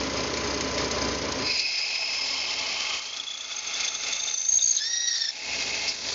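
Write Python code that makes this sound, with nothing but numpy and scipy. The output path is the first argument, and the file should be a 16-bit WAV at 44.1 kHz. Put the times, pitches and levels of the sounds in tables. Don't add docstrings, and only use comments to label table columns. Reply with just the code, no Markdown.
import sys
import numpy as np
from scipy import signal
from scipy.fft import rfft, irfft
from scipy.io import wavfile

SR = 44100
rng = np.random.default_rng(int(sys.argv[2]) if len(sys.argv) > 2 else 0)


def how_loud(loudness_db):
    steps = np.asarray(loudness_db, float) / 20
    return 10 ** steps


def bounce(signal):
    frames = np.transpose(np.atleast_2d(signal))
    limited = np.clip(frames, -1, 1)
    pcm = np.round(limited * 32767).astype(np.int16)
    wavfile.write(sys.argv[1], SR, pcm)


N = 270774

IDLE_HZ, SPINDLE_HZ = 29.53, 28.6
IDLE_END_S = 1.426
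SHALLOW_ENDS_S = (2.7, 3.5)


def rms_one(x):
    return x / np.sqrt(np.mean(np.abs(x) ** 2) + 1e-20)


def in_time(rows):
    s, *columns = np.transpose(rows)
    return [np.interp(np.arange(N) / SR, s, c) for c in columns]


def while_on(rows, fade):
    first, last = rows[0][0], rows[-1][0]
    return np.interp(np.arange(N) / SR, [first - fade, first, last, last + fade], [0, 1, 1, 0])


def ramp(start_s, end_s):
    return np.interp(np.arange(N) / SR, [start_s, end_s], [0, 1])


def held_then_fading(db, until_s, db_per_s):
    return db - db_per_s * np.maximum(np.arange(N) / SR - until_s, 0)


def drift(rate):
    r = np.exp(-2 * np.pi * rate / SR)
    noise = rng.standard_normal(N + SR)
    return rms_one(signal.lfilter([1], [1, -2 * r, r * r], noise)[SR:])


def grit(spread_db):
    return rms_one(rng.standard_normal(N) * how_loud(spread_db * drift(350)))


def coloured(x, spectrum):
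    hz, db = np.transpose(spectrum)
    bins = np.fft.rfftfreq(N, 1 / SR) + 1
    gain = how_loud(np.interp(np.log(bins), np.log(hz), db))
    return rms_one(irfft(rfft(x) * gain, N))


def resonate(x, modes, steep):
    out = 0
    for k, (hz, width, db) in enumerate(modes):
        r = np.exp(-np.pi * width / SR)
        b = [(1 - r * r) / 2, 0, (r * r - 1) / 2]
        a = [1, -2 * r * np.cos(2 * np.pi * hz / SR), r * r]
        y = signal.lfilter(b, a, x)
        if steep:
            y = signal.lfilter(b, a, y)
        out = out + (-1) ** k * how_loud(db) * y
    return out


def moving_ring(hz, width):
    wander = drift(width / 2) + 1j * drift(width / 2)
    return np.real(wander * np.exp(2j * np.pi * np.cumsum(hz) / SR))


def steady_tone(hz, waver_db):
    phase = 2 * np.pi * np.cumsum(hz + 1.2 * drift(4)) / SR
    return np.sqrt(2) * how_loud(waver_db * drift(4.8)) * np.sin(phase)


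def burst(length, rise, fall):
    s = np.arange(round(length * SR)) / SR
    return s, np.clip(np.minimum(s / rise, (s[-1] - s) / fall), 0, 1)


def once_a_turn(hz, peak_s, depth_db):
    return how_loud(depth_db * np.cos(2 * np.pi * hz * (np.arange(N) / SR - peak_s)))


def binding():
    return ramp(4.28, 4.85) - ramp(5.27, 5.34)


# (t/s, level/dB)
BED = [(1.3, -59), (1.48, -37.5), (1.63, -39.5), (2.5, -35), (2.96, -34.5), (3.02, -43), (3.42, -46.5),
       (3.52, -42), (3.61, -43.5), (3.8, -35), (3.88, -39), (4.0, -40.5), (4.07, -34.5), (4.19, -40.5),
       (4.33, -41.5), (4.37, -47.5), (4.55, -46), (5.32, -45.5), (5.5, -35), (5.88, -33), (5.93, -40),
       (6.0, -42.5), (6.08, -37.5)]


def bed_db():
    return in_time(BED)[0]


# (t/s, level/dB re the bed)
LOADED_MOTOR = [(1.65, -26), (2.2, -18), (5.3, -20.5), (5.5, -14.5), (5.9, -16.5), (6.05, -9)]
# (f/Hz, level/dB per Hz)
RUMBLE_SPECTRUM = [(20, -24.5), (40, -14.5), (75, -15.5), (266, -0.5), (430, -2.5), (600, 0.5), (700, -9.5),
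                   (1010, -5.5), (1520, -10), (2080, -10.5), (2830, -11.5), (5030, -14.5), (6540, -14),
                   (7500, -32.5)]
# (f/Hz, level/dB re one another)
MOTOR_HUMS = [(68, -11.5), (90, -15.5), (120, -16.5), (150, -19), (209, -19), (269, -14.5), (415, -11.5),
              (598, -13), (1011, -10.5)]
# (f/Hz, width/Hz of one pass, level/dB)
CASTING_MODES = [(270.5, 33, 0.5), (418, 100, -2.5), (1011, 30, -17), (2034, 90, -11.5), (2354, 72, -11),
                 (4240, 160, -17), (4520, 200, -14), (5030, 520, -11), (5880, 300, -21.5),
                 (6370, 120, -9.5)]


def motor():
    loaded_db = in_time(LOADED_MOTOR)[0] + bed_db()
    idle = how_loud(held_then_fading(-35, IDLE_END_S, 111))
    level = idle + ramp(IDLE_END_S, LOADED_MOTOR[0][0]) * how_loud(loaded_db)
    level = level * how_loud(.9 * drift(13))
    rumble = coloured(grit(spread_db=1.3), RUMBLE_SPECTRUM)
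    shake = grit(spread_db=-1.2)
    rattle = once_a_turn(IDLE_HZ, .34, depth_db=5) * how_loud(2.5 * drift(40))
    low_modes = resonate(shake, CASTING_MODES[:3], steep=True)
    high_modes = resonate(shake * rattle, CASTING_MODES[3:], steep=True)
    castings = rms_one(low_modes + high_modes)
    tones = sum(how_loud(db) * steady_tone(hz, waver_db=1.8) for hz, db in MOTOR_HUMS)
    return level * (1.737 * rumble + 1.15 * castings + 1.38 * tones)


# (t/s, level/dB)
EXTRA_KNOCKS = [(.3361, -34), (0.37, -35), (0.4698, -41), (.5008, -39), (.6065, -32), (.7791, -30.5),
                (0.9104, -31.5), (1.1483, -43), (1.3186, -57)]


def ticks():
    first_s, jitter_s = .0316, .0013
    usual_db, spread_db = -41, -0.5
    out, s = np.zeros(N), np.arange(1500) / SR
    bright = [mode for mode in CASTING_MODES if mode[0] > 1500]
    every_turn = [(first_s + k / IDLE_HZ + jitter_s * late, usual_db + spread_db * hard)
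                  for k, (late, hard) in enumerate(rng.standard_normal((42, 2)))]
    for at, db in [*every_turn, *EXTRA_KNOCKS]:
        rattle = rng.standard_normal(len(s)) * np.exp(-s / .008) * np.minimum(s / .001, 1)
        modes = [(hz, 3 * width, 3 * np.log(hz / 4000) + rng.normal(0, 2)) for hz, width, _ in bright]
        i = round(at * SR)
        out[i:i + len(s)] += how_loud(db) * rms_one(resonate(rattle, modes, steep=False))
    return out


# (level/dB re the bed,
# then level/dB added at first touch, while shallow, while binding, once eased)
CUT_STAGES = [(-9.5, -3.5, 0.5, -3.5, -2), (.7, 5, -0.1, -7.5, -3), (-12, 13, 9, 21, 5),
              (4, 1.5, -1, 4, 2.5)]
# (f/Hz, width/Hz, level/dB)
JIG_MODES = [(429, 40, -6), (557, 35, -3.5), (662, 37, 1.5), (856, 53, 3)]
# (f/Hz, width/Hz of one pass, level/dB)
BIT_MODES = [(2149, 203, -8), (2585, 380, -7.5), (3243, 160, -16), (4153, 190, 4), (4616, 240, 4),
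             (4950, 650, -3), (6350, 110, -13.5)]
# (f/Hz, level/dB per Hz)
HISS_SPECTRUM = [(500, -35), (1000, -17), (1900, -6), (2600, -16.5), (3320, -4), (4550, 2), (5800, -1),
                 (6820, -4.5), (7500, -14)]


def cut(grip):
    first_touch = 1 - ramp(1.45, 2.1)
    shallow = 1 - ramp(*SHALLOW_ENDS_S)
    eased = ramp(5.89, 5.94)
    stages = np.array([np.ones(N), first_touch, shallow, binding(), eased])
    jig_db, low_db, high_db, hiss_db = np.array(CUT_STAGES) @ stages
    jig = how_loud(jig_db) * rms_one(resonate(grit(spread_db=2.5), JIG_MODES, steep=False))
    low = how_loud(low_db) * rms_one(resonate(grit(spread_db=2.5), BIT_MODES[:3], steep=True))
    high = how_loud(high_db) * rms_one(resonate(grit(spread_db=-1.0), BIT_MODES[3:], steep=True))
    hiss = how_loud(hiss_db) * coloured(grit(spread_db=1.0), HISS_SPECTRUM)
    flutter = how_loud(1.1 * drift(37)) * once_a_turn(SPINDLE_HZ, 4.131, depth_db=0.27)
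    chatter = how_loud(4.5 * grip + 1.3 * drift(60))
    level = ramp(1.21, 1.54) * how_loud(bed_db()) * flutter
    return level * (jig + low + chatter * (high + hiss))


# (t/s, level/dB, f/Hz, width/Hz of one pass, length/s)
SNAGS = [(1.319, -27, 5000, 2400, 0.0081), (1.571, -35, 6800, 900, 0.0092),
         (1.591, -23.5, 4530, 1480, 0.017), (4.584, -34, 3920, 390, 0.013),
         (4.762, -32.5, 3850, 675, 0.048), (5.867, -27.5, 4890, 1450, 0.05)]


def rasps():
    out = np.zeros(N)
    for at, db, hz, width, length in SNAGS:
        s, shape = burst(length, .3 * length, .5 * length)
        noise = rng.standard_normal(len(s)) * shape
        i = round(at * SR)
        out[i:i + len(s)] += how_loud(db) * rms_one(resonate(noise, [(hz, width, 0)], steep=True))
    return out


# (level/dB, held until t/s, then fade/dB per s, width/Hz)
WHISTLE_PARTIALS = [(-35.5, 2.1, 72, 210), (-31.5, 2.23, 16, 183)]


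def whistle():
    start_s, attack_s = 1.41, 0.056
    entry_hz, rise_hz, rise_s = 2502, 120.4, 0.8
    since = np.maximum(np.arange(N) / SR - start_s, 0)
    hz = entry_hz + rise_hz * (1 - np.exp(-since / rise_s))
    hz = hz * (1 + .008 * drift(120))
    partials = sum(how_loud(held_then_fading(db, until, fade)) * moving_ring((k + 1) * hz, width)
                   for k, (db, until, fade, width) in enumerate(WHISTLE_PARTIALS))
    swell = ramp(start_s, start_s + attack_s) ** 2 - ramp(*SHALLOW_ENDS_S)
    return swell * how_loud(0.6 * drift(40)) * partials


# (t/s, low f/Hz, high f/Hz, level/dB re the bed)
SHANK_RINGS = [(1.7, 1079, 3120, -11), (2.3, 1076, 3132, -5.5), (2.8, 1153, 3100, -1.5),
               (3.03, 1169, 3116, -0.5), (3.2, 1250, 3405, -1.5), (3.7, 1321, 3460, -2.5),
               (4.3, 1302, 3600, -4.5), (4.78, 1326, 3686, -3)]


def shank():
    low_hz, high_hz, level_db = in_time(SHANK_RINGS)
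    low = how_loud(-6 - 26 * binding()) * moving_ring(low_hz, 280.0)
    high = moving_ring(high_hz, 370.0)
    level = how_loud(bed_db() + level_db + 2.3 * drift(49))
    return while_on(SHANK_RINGS, .03) * level * (low + high)


def wall_rub():
    peak_s, growth_db_per_s, release_db_per_s = 4.74, 12, 100
    until_peak = np.maximum(peak_s - np.arange(N) / SR, 0)
    level_db = held_then_fading(-29, peak_s, release_db_per_s) - growth_db_per_s * until_peak
    throb = once_a_turn(SPINDLE_HZ, 3.737, depth_db=4)
    return how_loud(level_db) * throb * moving_ring(np.full(N, 6300.), 390.0)


# (first t/s, last t/s, then level/dB of the shank, web and flute tones)
GRIP_RUNS = [(2.985, 3.09, -38, -60, -60), (3.129, 3.442, -32.5, -74, -60),
             (3.514, 3.512, -34.5, -53.5, -40), (3.564, 3.564, -50, -60, -25.5),
             (3.58, 3.58, -30.5, -60, -28), (3.67, 3.67, -45, -60, -30), (3.737, 3.737, -26.5, -58, -27),
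             (3.807, 3.807, -38, -57, -26), (3.842, 3.88, -26.5, -58, -28), (3.948, 3.948, -29, -57, -27),
             (4.027, 4.027, -55, -56, -35), (4.127, 4.164, -33, -48, -21),
             (4.198, 4.308, -29.5, -35.5, -25), (4.341, 4.448, -39, -35.5, -20.5),
             (4.485, 4.483, -41, -40, -14), (4.52, 4.57, -52, -39, -13), (4.588, 4.614, -26, -61, -32),
             (4.623, 4.708, -53, -30, -13.5), (4.764, 4.764, -42.5, -45, -14),
             (5.07, 5.24, -58, -31.5, -60)]
# (t/s, f/Hz)
FLUTE_PITCH = [(4.17, 6350), (4.3, 6200), (4.35, 6170), (4.45, 6150), (4.485, 6375), (4.7, 6517),
               (4.76, 6380)]


def squeaks():
    both_flutes_s = 4.5
    usual_s, spread_db, web_hz = 0.014, -2, 4550
    out, grip = np.zeros(N), np.zeros(N)
    waver, jitter = how_loud(1.1 * drift(150)), drift(200)
    flute_hz, = in_time(FLUTE_PITCH)
    _, shank_hz, _ = in_time(SHANK_RINGS)
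    for first, last, *tones_db in GRIP_RUNS:
        per_turn = 2 if first > both_flutes_s else 1
        count = 1 + round((last - first) * SPINDLE_HZ * per_turn)
        for at in np.linspace(first, last, count):
            now = round(at * SR)
            tones_hz = [shank_hz[now], web_hz * rng.normal(1, .02), flute_hz[now]]
            chance = rng.standard_normal((3, 3)) / per_turn
            for hz, db, (longer, later, louder) in zip(tones_hz, tones_db, chance):
                s, shape = burst(usual_s * np.exp(.28 * longer), .004, .0025)
                i = round((at - .002 + .0015 * later) * SR)
                span = slice(i, i + len(s))
                glide = 1 + .014 * (s / s[-1] - .5) + .01 * jitter[span]
                phase = 2 * np.pi * np.cumsum(hz * glide) / SR
                scrape = .7 * jitter[span][::-1] + (hz > 4000) * louder
                rough = how_loud(4 * (hz < 5000) * scrape)
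                tone = np.sin(phase) + .16 * np.sin(2 * phase)
                out[span] += rough * shape * how_loud(db + spread_db * louder) * tone
            grip[span] = np.maximum(grip[span], shape / per_turn)
    out *= waver
    lag = round(0.013 * SR)
    out[lag:] += how_loud(-19) * out[:-lag]
    return out, grip


# (t/s, f/Hz, level/dB)
SQUEAL_COURSE = [(4.79, 1680, -51), (4.81, 1713, -36.5), (4.9, 1885, -38), (5.05, 1904, -35.5),
                 (5.15, 1872, -36), (5.285, 1764, -39), (5.31, 1745, -44)]
# (t/s, looseness 0-1)
SLACKENING = [(4.8, .05), (5.06, .2), (5.16, .8), (5.3, 1)]
PARTIAL_LEVELS = [-0.5, 3.5, 9.5, -12]


def squeal():
    hz, level_db = in_time(SQUEAL_COURSE)
    loose, = in_time(SLACKENING)
    turn = 2 * np.pi * SPINDLE_HZ * (np.arange(N) / SR - 4.8)
    beat = np.cos(turn) + .7 * loose * np.cos(2 * turn)
    sag = .024 * loose ** 2 * (beat + .5 * drift(60))
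    roughness = (.005 + .018 * loose) * drift(250)
    phase = 2 * np.pi * np.cumsum(hz * (1 + sag + roughness)) / SR
    out, shared = 0, drift(110)
    for k, db in enumerate(PARTIAL_LEVELS):
        throb_db = (1.3 + k) * beat + (2 + loose) * (shared + drift(110))
        out = out + how_loud(level_db + db + throb_db) * np.sin((k + 1) * phase)
    return while_on(SQUEAL_COURSE, 0.012) * out


def scene():
    squeaking, grip = squeaks()
    drive = motor() + ticks()
    boring = cut(grip) + rasps() + whistle() + shank() + wall_rub()
    return (drive + boring + squeaking + squeal())[None]


def band_limit(x):
    return signal.sosfilt(signal.butter(12, 7700, fs=SR, output="sos"), x)


def record(dry):
    held = 0.26 * np.tanh(dry / 0.28)
    bent = held + 7 * held ** 4
    no_rumble = signal.butter(1, 20, "high", fs=SR, output="sos")
    steep_top = signal.cheby2(20, 55, 7680, fs=SR, output="sos")
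    finished = signal.sosfilt(steep_top, signal.sosfilt(no_rumble, bent))
    return band_limit(finished)


dry = scene()
out = record(dry)
bounce(out)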